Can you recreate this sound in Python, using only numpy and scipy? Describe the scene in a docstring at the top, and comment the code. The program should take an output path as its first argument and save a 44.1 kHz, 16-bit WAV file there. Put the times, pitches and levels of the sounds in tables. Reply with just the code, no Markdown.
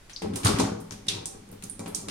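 """In a bathtub in a small tiled room, soft wet food drops between rubber boots.
Lumps thud on the thin tub floor and ring its modes; a block tumbles as a lumpy rolling force on the same modes.
Wet splats are crackly noise bursts, popping bubbles are short rising tones, squelching is a swarm of tiny rings.
Tub walls and room answer. Two close microphone ports listen from the tub floor, the right one peaking
in the treble, over a quiet room tone."""
import sys
import numpy as np
from scipy import signal
from scipy.fft import rfft, irfft, next_fast_len
from scipy.io import wavfile
from scipy.ndimage import map_coordinates

SR = 44100
rng = np.random.default_rng(int(sys.argv[2]) if len(sys.argv) > 2 else 0)


def to_wav(s):
    """Save 16-bit WAV."""
    ch = np.atleast_2d(s).T  # columns
    pcm = np.round(np.clip(ch, -1, 1) * 32767)  # PCM
    wavfile.write(sys.argv[1], SR, pcm.astype(np.int16))


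def level_to_linear(level):
    """Convert decibel levels to linear amplitude factors, elementwise."""
    exponent = np.asarray(level, float) / 20
    return 10 ** exponent


N = 92610  # length in samples, 2.1 s

BOOM_UNDER_HZ = 130  # the tub's lowest modes lie below this
ROOM_TUB_DB, ROOM_WET_DB = -12, 3.5  # room gain for tub sounds and for wet sounds


def unit(x):
    """Scale to rms 1."""
    return x / np.sqrt(np.mean(x ** 2) + 1e-20)


def along(points, hz, order=1):
    """Read one column of (Hz, ..) points on a log frequency axis."""
    columns = np.transpose(points)
    return np.interp(np.log(hz + 1), np.log(columns[0] + 1), columns[order])


def filtered(x, response):
    """Multiply the spectrum of x by a response of frequency."""
    m = next_fast_len(x.shape[-1] + 8192)
    spectrum = rfft(x, m) * response(np.fft.rfftfreq(m, 1 / SR))
    return irfft(spectrum, m)[..., :x.shape[-1]]


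def add(out, x, s, pan_db=0):
    """Mix x into out at time s, the left port pan_db above the right."""
    i = min(round(s * SR), N)
    panned = x * level_to_linear([[pan_db / 2], [-pan_db / 2]])
    out[..., i:i + x.shape[-1]] += panned[..., :N - i]


# Lumps landing on the tub floor, close to the ports. Each row: start in seconds, level in dB before
# the shared trim, contact in ms, extra boom of the lowest modes in dB.
LANDINGS = [(0.2195, -18.5, 1.38, -16), (0.2464, -18, 1.42, -1), (0.315, -32, 3.7, -2),
            (0.446, -14, 4.2, 20), (0.47, -12.5, 2.65, 6.5), (0.49, -12, 1.35, 11), (0.503, -22.5, 3.45, 9),
            (0.542, -8.5, 5.6, -6), (0.593, -13, 5.7, 7.5), (.5988, -6, .9, -4), (.611, -14, 0.98, -19),
            (0.621, -16.5, 1.4, 13), (0.677, -22, 1.23, -9), (0.719, -14, 2.87, -9.5), (.775, -25.5, 3, 4),
            (.91, -31.5, 0.55, 11.5), (.921, -39, 1, -14), (0.935, -34, 4.4, 12), (1.081, -30, 1.78, 6),
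            (1.141, -29, 1.02, 1), (1.172, -34.5, 0.6, 7), (1.268, -37, 1.6, -2), (1.348, -30, 2.4, -10),
            (1.499, -40, 3.5, 1), (1.526, -30, 2.1, 3.5), (1.638, -29, 3.5, 7.5), (1.7937, -25, 2.06, 5),
            (1.804, -33, 4.8, 5), (1.821, -37, 1.06, 0), (1.86, -24, 1.08, -9), (1.871, -37, 0.68, -5),
            (1.878, -26, 0.99, -11), (1.894, -32, 1.4, -10), (1.922, -37, 1.9, 0), (1.988, -36.5, 2.3, -14),
            (2.086, -23.5, 0.97, -3)]


def thuds():
    """Each soft blow is a smooth push, heard directly and through the ringing of the tub floor."""
    out = np.zeros((2, N))
    trim_db = -6
    for s, db, contact_ms, boom_db in LANDINGS:
        push = np.hanning(max(int(contact_ms * SR / 1000), 4) + 2)
        tap = ring(spread_db=2, boom_db=boom_db)
        blow = signal.fftconvolve(tap, push[None] / push.sum(), axes=1)
        blow[:, :len(push)] += push
        gain = level_to_linear(db + trim_db)
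        add(out, gain * blow, s)
        add(out, gain * room(blow.mean(0)[:SR // 3], ROOM_TUB_DB), s)
    return out


# The block tumbling and dribble drumming on the tub floor. Each row: time in seconds, level in dB
# before the shared trim, hardness as gain in dB above 500 Hz.
TUMBLING = [(0.2, -88, -4), (0.216, -50, -6), (0.224, -25, -2.5), (0.342, -24.5, -12), (.372, -27, 1.5),
            (0.422, -36, 4.5), (0.443, -21.5, -5), (0.458, -18.5, 2), (0.574, -25.5, -25),
            (0.601, -19.5, 6.5), (0.898, -52, -20), (0.936, -38, -19), (1.052, -50.5, -1), (1.082, -42, 5),
            (1.184, -31.5, 2.5), (1.322, -47, 5), (1.358, -39.5, 2.5), (1.455, -48.5, -4),
            (1.528, -41.5, 4.5), (1.606, -49, -4), (1.644, -39, 1), (1.786, -45.5, -17), (1.795, -33.5, 8),
            (1.855, -37, 3), (1.866, -40.5, 9.5), (1.93, -39, 3), (2.03, -37, 3.5), (2.1, -30, -8)]


def tumble():
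    """A lumpy rolling force wanders between spots of the tub floor; the wet load damps their ring."""
    trim_db, boom_db, hard_over_hz = -6, -5, 500
    force_hz, lumpy_db = 450, 1.5  # corner of the force, random swing of its level
    spots, load_t60_s = 5, 0.12
    s, db, hard_db = np.transpose(TUMBLING)
    lumps = map_coordinates(rng.standard_normal(N // 600 + 4), [np.arange(N) / 600])
    force = filtered(rng.standard_normal(N), lambda hz: 1 / (1 + (hz / force_hz) ** 2))
    force = force * level_to_linear(lumpy_db * lumps)
    damping = level_to_linear(-60 * np.arange(SR // 4) / SR / load_t60_s)
    taps = [ring(spread_db=2)[:, :SR // 4] * damping for _ in range(spots)]
    # 40 random moments at which a new spot is drawn
    moves = N * np.sort(rng.random(40))
    spot = rng.integers(spots, size=41)[np.searchsorted(moves, np.arange(N))]
    roll = np.zeros((2, N))
    for k, tap in enumerate(taps):
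        roll += signal.fftconvolve((force * (spot == k))[None], tap, axes=1)[:, :N]
    roll = unit(roll)
    t = np.arange(N) / SR
    deep = filtered(roll, lambda hz: 1 / (1 + (hz / BOOM_UNDER_HZ) ** 8))
    high = filtered(roll, lambda hz: 1 - 1 / (1 + (hz / hard_over_hz) ** 8))
    hardness = level_to_linear(np.interp(t, s, hard_db))
    roll = roll + deep * (level_to_linear(boom_db) - 1) + high * (hardness - 1)
    roll = roll * level_to_linear(np.interp(t, s, db, left=-120) + trim_db)
    return roll + room(roll.mean(0), ROOM_TUB_DB)[:, :N]


# Modes of the tub floor, reaching both ports alike. Each row: frequency in Hz before the wet load's shift,
# relative level in dB, t60 in seconds.
FLOOR_MODES = [(55.2, -20, 0.75), (102, -2, 0.28), (123, -13.5, 0.2), (167.8, -9.5, 0.67),
               (211.4, -4, 0.32), (247, -12.5, 0.23), (275.6, -9, 0.32), (322, -10.5, 0.35),
               (389.7, -5, 0.083), (414.4, -10, 0.28), (474.7, -16, 0.62), (563, -17.5, 0.57),
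               (647, -18, 0.47), (771.4, -8.5, 0.33), (869, -14, 0.47), (951.5, -7, 0.15), (1100, -4, 0.05),
               (1300, -3, 0.05), (1600, -4, 0.03), (1950, 2, .04), (2375, 5, 0.06), ]
# Modes that rock across the ports, opposite in left and right. Each row: frequency in Hz before
# the shift, relative level in dB, t60 in seconds.
ROCKING_MODES = [(123, -39, 0.22), (172, -30, 0.18), (347, -19, 0.1), (426.6, -5.5, 0.58),
                 (425.4, -11.5, 0.093), (468, -9, 0.23), (511, -9.5, 0.31), (625, -14, 0.52),
                 (755, -12.5, 0.24), (828, -29, 0.21), (1030, -10.5, 0.079), (1260, -1.5, 0.13)]


def ring(spread_db, boom_db=0):
    """The tub's answer to a tap at both ports: decaying sines, weighted anew at each spot."""
    t = np.arange(SR) / SR
    detune = 0.012  # random share by which a wet load shifts each mode

    def ringing(modes):
        total = np.zeros(SR)
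        for k, (hz, db, t60) in enumerate(modes):
            level_db = db + rng.normal(0, spread_db) + boom_db * (hz < BOOM_UNDER_HZ)
            shifted_hz = hz * (1 + detune * rng.normal())
            # neighbouring modes start with opposite sign
            total += (-1) ** k * level_to_linear(level_db - 60 * t / t60) * np.sin(2 * np.pi * shifted_hz * t)
        return total

    mid = ringing(FLOOR_MODES)
    side = ringing(ROCKING_MODES)
    return np.array([mid + side, mid - side]) / 3


# Wet slaps beside the ports. Each row: start in seconds, level in dB before the shared trim, decay time
# in ms, centre in Hz, fall-off under and over it in dB per octave, left over right in dB.
SLAPS = [(0.0944, -44, 19, 3220, 4, 3.5, 6), (0.2195, -23.5, 3.1, 1950, 4.1, 2.5, 4),
         (0.334, -39, 9, 2010, 8.5, 3, -2), (0.3568, -17, 4.2, 9700, 7.6, 4.1, -3),
         (0.4318, -32, 13, 2820, 5.1, 2.4, 6), (0.4468, -16.5, 7, 9400, 4.7, 2, -5),
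         (0.4563, -10, 1.9, 2200, 4.5, 2, 3), (0.4672, -8.5, 2.7, 3560, 13, 2.3, 3),
         (.478, -18, 3.7, 2410, 13, 0.5, 0), (0.49, -23.5, 4.4, 4600, 8.1, 7, -3),
         (0.5849, -18.5, 4.8, 1940, 15, 1.7, -4), (0.596, -19.5, 7.4, 6100, 7.7, 9, 0),
         (0.8014, -28.5, 3.3, 12990, 10.4, 1, 0), (0.9084, -29, 3, 6910, 2, 2, -2),
         (0.9206, -28, 4.3, 6000, 1.7, -0.5, 12), (1.0672, -34, 2.9, 3900, 2.8, 1.5, -11),
         (1.0825, -20.5, 8.6, 3630, 14.2, 6.5, -9), (1.149, -37, 3.6, 6000, 5.5, 8, 16),
         (1.2565, -12.5, 1.1, 8150, 15, 10, 8.5), (1.49, -34.5, 0.7, 8560, 27, 4, -30),
         (1.514, -18, 2.6, 13700, 25.5, 1, -10), (1.526, -40.5, 2.5, 3640, 5.3, 3, 12),
         (1.6238, -21.5, 1.27, 2300, 4.8, -1.5, 11), (1.6365, -24, 3.2, 9600, 7.9, -4, -17),
         (1.697, -23.5, 2.1, 9500, 20, 3, -16), (1.7929, -22.5, 1.64, 7600, 10.7, 7, -2),
         (1.8588, -35.5, 7, 2500, 1.4, 3.5, 1), (1.877, -27, 4.8, 11000, 22, 6, 4),
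         (1.947, -18.5, 4.95, 7100, 15.2, 7, -3), (2.0842, -15, 1.72, 3950, 2.7, 3, -2)]


def splats():
    """Each slap is a crackly burst of noise, partly different at each port; the room hears its smooth colour."""
    out, t = np.zeros((2, N)), np.arange(SR // 8) / SR
    trim_db, attack_s, crackle_db = -1.5, 0.0011, 3.5
    for s, db, ms, centre_hz, under_db, over_db, pan_db in SLAPS:
        def colour(hz):
            slope_db = np.where(hz < centre_hz, under_db, -over_db)
            return level_to_linear(np.log2((hz + 50) / centre_hz) * slope_db)

        noise = pair(rng.standard_normal((2, len(t))))
        # a new random gain every 30 samples
        crackle = np.repeat(rng.standard_normal(len(t) // 30 + 1), 30)[:len(t)]
        grit = noise * level_to_linear(crackle_db * crackle)
        envelope = np.exp(-t * 1000 / max(ms, 0.3)) * (1 - np.exp(-t / attack_s))
        slap = level_to_linear(db + trim_db) * unit(filtered(grit, colour)) * envelope
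        add(out, slap, s, pan_db)
        add_walls(out, slap, s)
        add(out, echo(slap[0], colour), s)
    return out


# Bubbles bursting near the ports. Each row: start in seconds, level in dB before the shared trim,
# pitch reached in Hz, left over right in dB, life in cycles, pitch rise as a share.
BUBBLES = [(0.1336, -22, 6330, 1, 7.5, 0.2), (0.1625, -22, 5360, 13, 14.8, 0.37),
           (0.3591, -27, 10100, -10, 15, 0.047), (0.6, -16, 7100, 0, 8.7, 0.085),
           (0.9087, -16.5, 6650, 16, 4.8, 0.4), (1.0849, -20.5, 6070, 15, 22, 0.24),
           (1.0848, -17, 3890, 17.5, 15, 0.15), (1.0845, -24.5, 2720, 7.5, 12, .05),
           (1.2568, -24.5, 6100, 0, 11.5, 0.092), (1.2576, -23.5, 9200, -22, 10.7, 0.12),
           (1.6253, -38, 9800, -7, 11, 0.14), (1.6429, -30, 6740, -22, 9.2, 0.14),
           (1.6984, -13, 9440, -6, 8.7, 0.074), (1.948, -24.5, 6250, -39, 12, 0.13)]


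def pops():
    """A bursting bubble rings briefly while its pitch climbs."""
    out, t = np.zeros((2, N)), np.arange(SR // 30) / SR
    trim_db, attack_s = -3, 0.0003
    smear_octaves = 0.11  # width of the colour in the room for a steady pitch
    for s, db, hz, pan_db, cycles, rise in BUBBLES:
        life = max(cycles, 1) / hz
        pitch = hz * (1 - rise * np.exp(-3 * t / life))
        tone = np.sin(2 * np.pi * np.cumsum(pitch) / SR)
        envelope = np.exp(-t / life - (t / life) ** 4) * (1 - np.exp(-t / attack_s))
        pop = level_to_linear(db + trim_db) * tone * envelope
        add(out, pop, s, pan_db)
        add_walls(out, pop, s)

        def colour(f):
            octaves = np.log2((f + 1) / (hz * (1 - rise / 4)))
            return 1 / (1 + (octaves / (smear_octaves + rise / 4)) ** 2)

        add(out, echo(pop, colour), s)
    return out


# Wet mass squelching under the tumbling block. 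Each row: time in seconds, level in dB before the trim.
SQUELCHING = [(0.33, -36), (0.352, -69), (0.361, -34), (0.378, -70), (0.426, -49), (0.452, -26.5),
              (0.474, -24), (0.514, -54.5), (0.57, -33), (0.602, -32), (0.635, -40.5), (0.7, -40)]


def squelch():
    """A swarm of tiny short-lived bubbles, each a decaying sine reaching the ports at slightly different times."""
    trim_db, per_s = -4, 600
    centre_hz, spread = 3530, 0.81 * 3.8  # spread: full range of pitch in natural log units
    s, db = np.transpose(SQUELCHING)
    draw = rng.random((int(per_s * (s[-1] - s[0])), 4))
    at = s[0] + draw[:, 0] * (s[-1] - s[0])
    hz = np.clip(centre_hz * np.exp(spread * (draw[:, 1:2] - 0.5)), 500, 14000)
    t = np.arange(160) / SR
    # cubing makes most bubbles quiet and a few loud
    grains = level_to_linear(24 * draw[:, 2:3] ** 3) * np.sin(2 * np.pi * hz * t) * np.exp(-t * hz / 2)
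    place = (at * SR).astype(int)[:, None] + np.arange(160)
    lag = ((draw[:, 3:] - 0.5) * 40).astype(int)  # samples, opposite at the two ports
    swarm = np.array([np.bincount((place + k * lag).ravel(), grains.ravel(), N) for k in (1, -1)])
    active = swarm[:, round(s[0] * SR):round(s[-1] * SR)]
    level = level_to_linear(np.interp(np.arange(N) / SR, s, db) + trim_db)
    swarm = swarm / np.sqrt(np.mean(active ** 2)) * level
    return swarm + room(swarm[0], ROOM_WET_DB - 4.5)[:, :N]


# Tub walls a short way off, answering a wet sound. Each row: delay in ms, gain in dB.
TUB_WALLS = [(4.2, -11), (7.6, -10), (12.5, -7), (18.5, -13.5)]


def add_walls(out, x, s):
    """Delayed copies of a wet sound off the tub walls, each randomly panned."""
    for delay_ms, wall_db in TUB_WALLS:
        add(out, level_to_linear(wall_db) * x, s + delay_ms / 1000, rng.normal(0, 4))


# Decay of the small tiled room. 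Each row: frequency in Hz, t60 in seconds.
ROOM_DECAY = [(100, 0.27), (400, 1), (1000, 0.66), (2500, 0.42), (6000, 0.42), (9000, 0.32), (12000, 0.35)]


def room(x, level_db):
    """A fresh diffuse tail of noise, each band dying at its own speed."""
    gap_s = 0.0018  # silence before the tail
    hz, t, z = signal.stft(rng.standard_normal((2, SR // 2)), SR, nperseg=256)
    decay = level_to_linear(-60 * t / along(ROOM_DECAY, hz)[:, None])
    tail = pair(signal.istft(z * decay, SR, nperseg=256)[1])
    tail = tail / np.linalg.norm(tail[0]) * (np.arange(tail.shape[1]) > gap_s * SR)
    return level_to_linear(level_db) * signal.fftconvolve(x[None], tail, axes=1)


def echo(x, colour):
    """A room tail of a smooth colour, scaled from the energy of x."""
    tail = filtered(room(np.ones(1), 0), colour)
    return tail * np.linalg.norm(x) / np.linalg.norm(tail[0]) * level_to_linear(ROOM_WET_DB)


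# Likeness of diffuse sound at the two ports. Each row: frequency in Hz, left-right correlation.
LIKENESS = [(100, 0.91), (250, 1), (400, 0.13), (1000, 0.23), (3000, 0.012)]


def pair(x):
    """Two unrelated noises mixed so that both ports hear the bass alike."""
    def mid_side(hz):
        angle = np.arccos(np.clip(along(LIKENESS, hz), -1, 1)) / 2
        return np.array([np.cos(angle), np.sin(angle)])

    mid, side = filtered(x, mid_side)
    return np.array([mid + side, mid - side])


# Colour of the room tone. Each row: frequency in Hz, relative density in dB per Hz.
ROOM_TONE = [(20, 3.5), (40, 4), (60, -2), (400, -8), (700, -14), (1500, -14.5), (3200, -18), (9500, -23),
             (11500, -27.5), (16000, -41)]


def hush():
    """Quiet room tone: steady coloured noise."""
    noise = pair(rng.standard_normal((2, N)))
    return level_to_linear(-53.5) * unit(filtered(noise, lambda hz: level_to_linear(along(ROOM_TONE, hz))))


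# Response of the two close microphone ports on the tub floor. Each row: frequency in Hz, left gain
# in dB, right gain in dB, both before the bass cut.
PORT_GAINS = [(185, 2.5, 1.5), (527, 3.5, -0.5), (1590, 0.5, -0.5), (3730, 1, -0.5), (7800, -4, -3),
              (9020, -5, 5.5), (11130, -7.5, -11.5), (16200, -22, -24)]


def scene():
    """The tub sounds through the ports, which lose the deepest bass, over the room tone."""
    near = thuds() + tumble() + splats() + pops() + squelch()

    def ports(hz):
        ratio = 1j * hz / 68  # bass cut corner in Hz
        gains_db = [along(PORT_GAINS, hz), along(PORT_GAINS, hz, order=2)]
        return (ratio / (1 + ratio)) ** 2 * level_to_linear(gains_db)

    return filtered(near, ports) + hush()


def band_limit(x):
    """A steep low-pass at the top of the band."""
    return signal.sosfilt(signal.butter(12, 16470, fs=SR, output="sos"), x)


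def record(dry):
    """The finished mix, with everything from 16.5 kHz up removed."""
    mix = filtered(dry, lambda hz: hz < 16500)
    return band_limit(mix)


dry = scene()
out = record(dry)
to_wav(out)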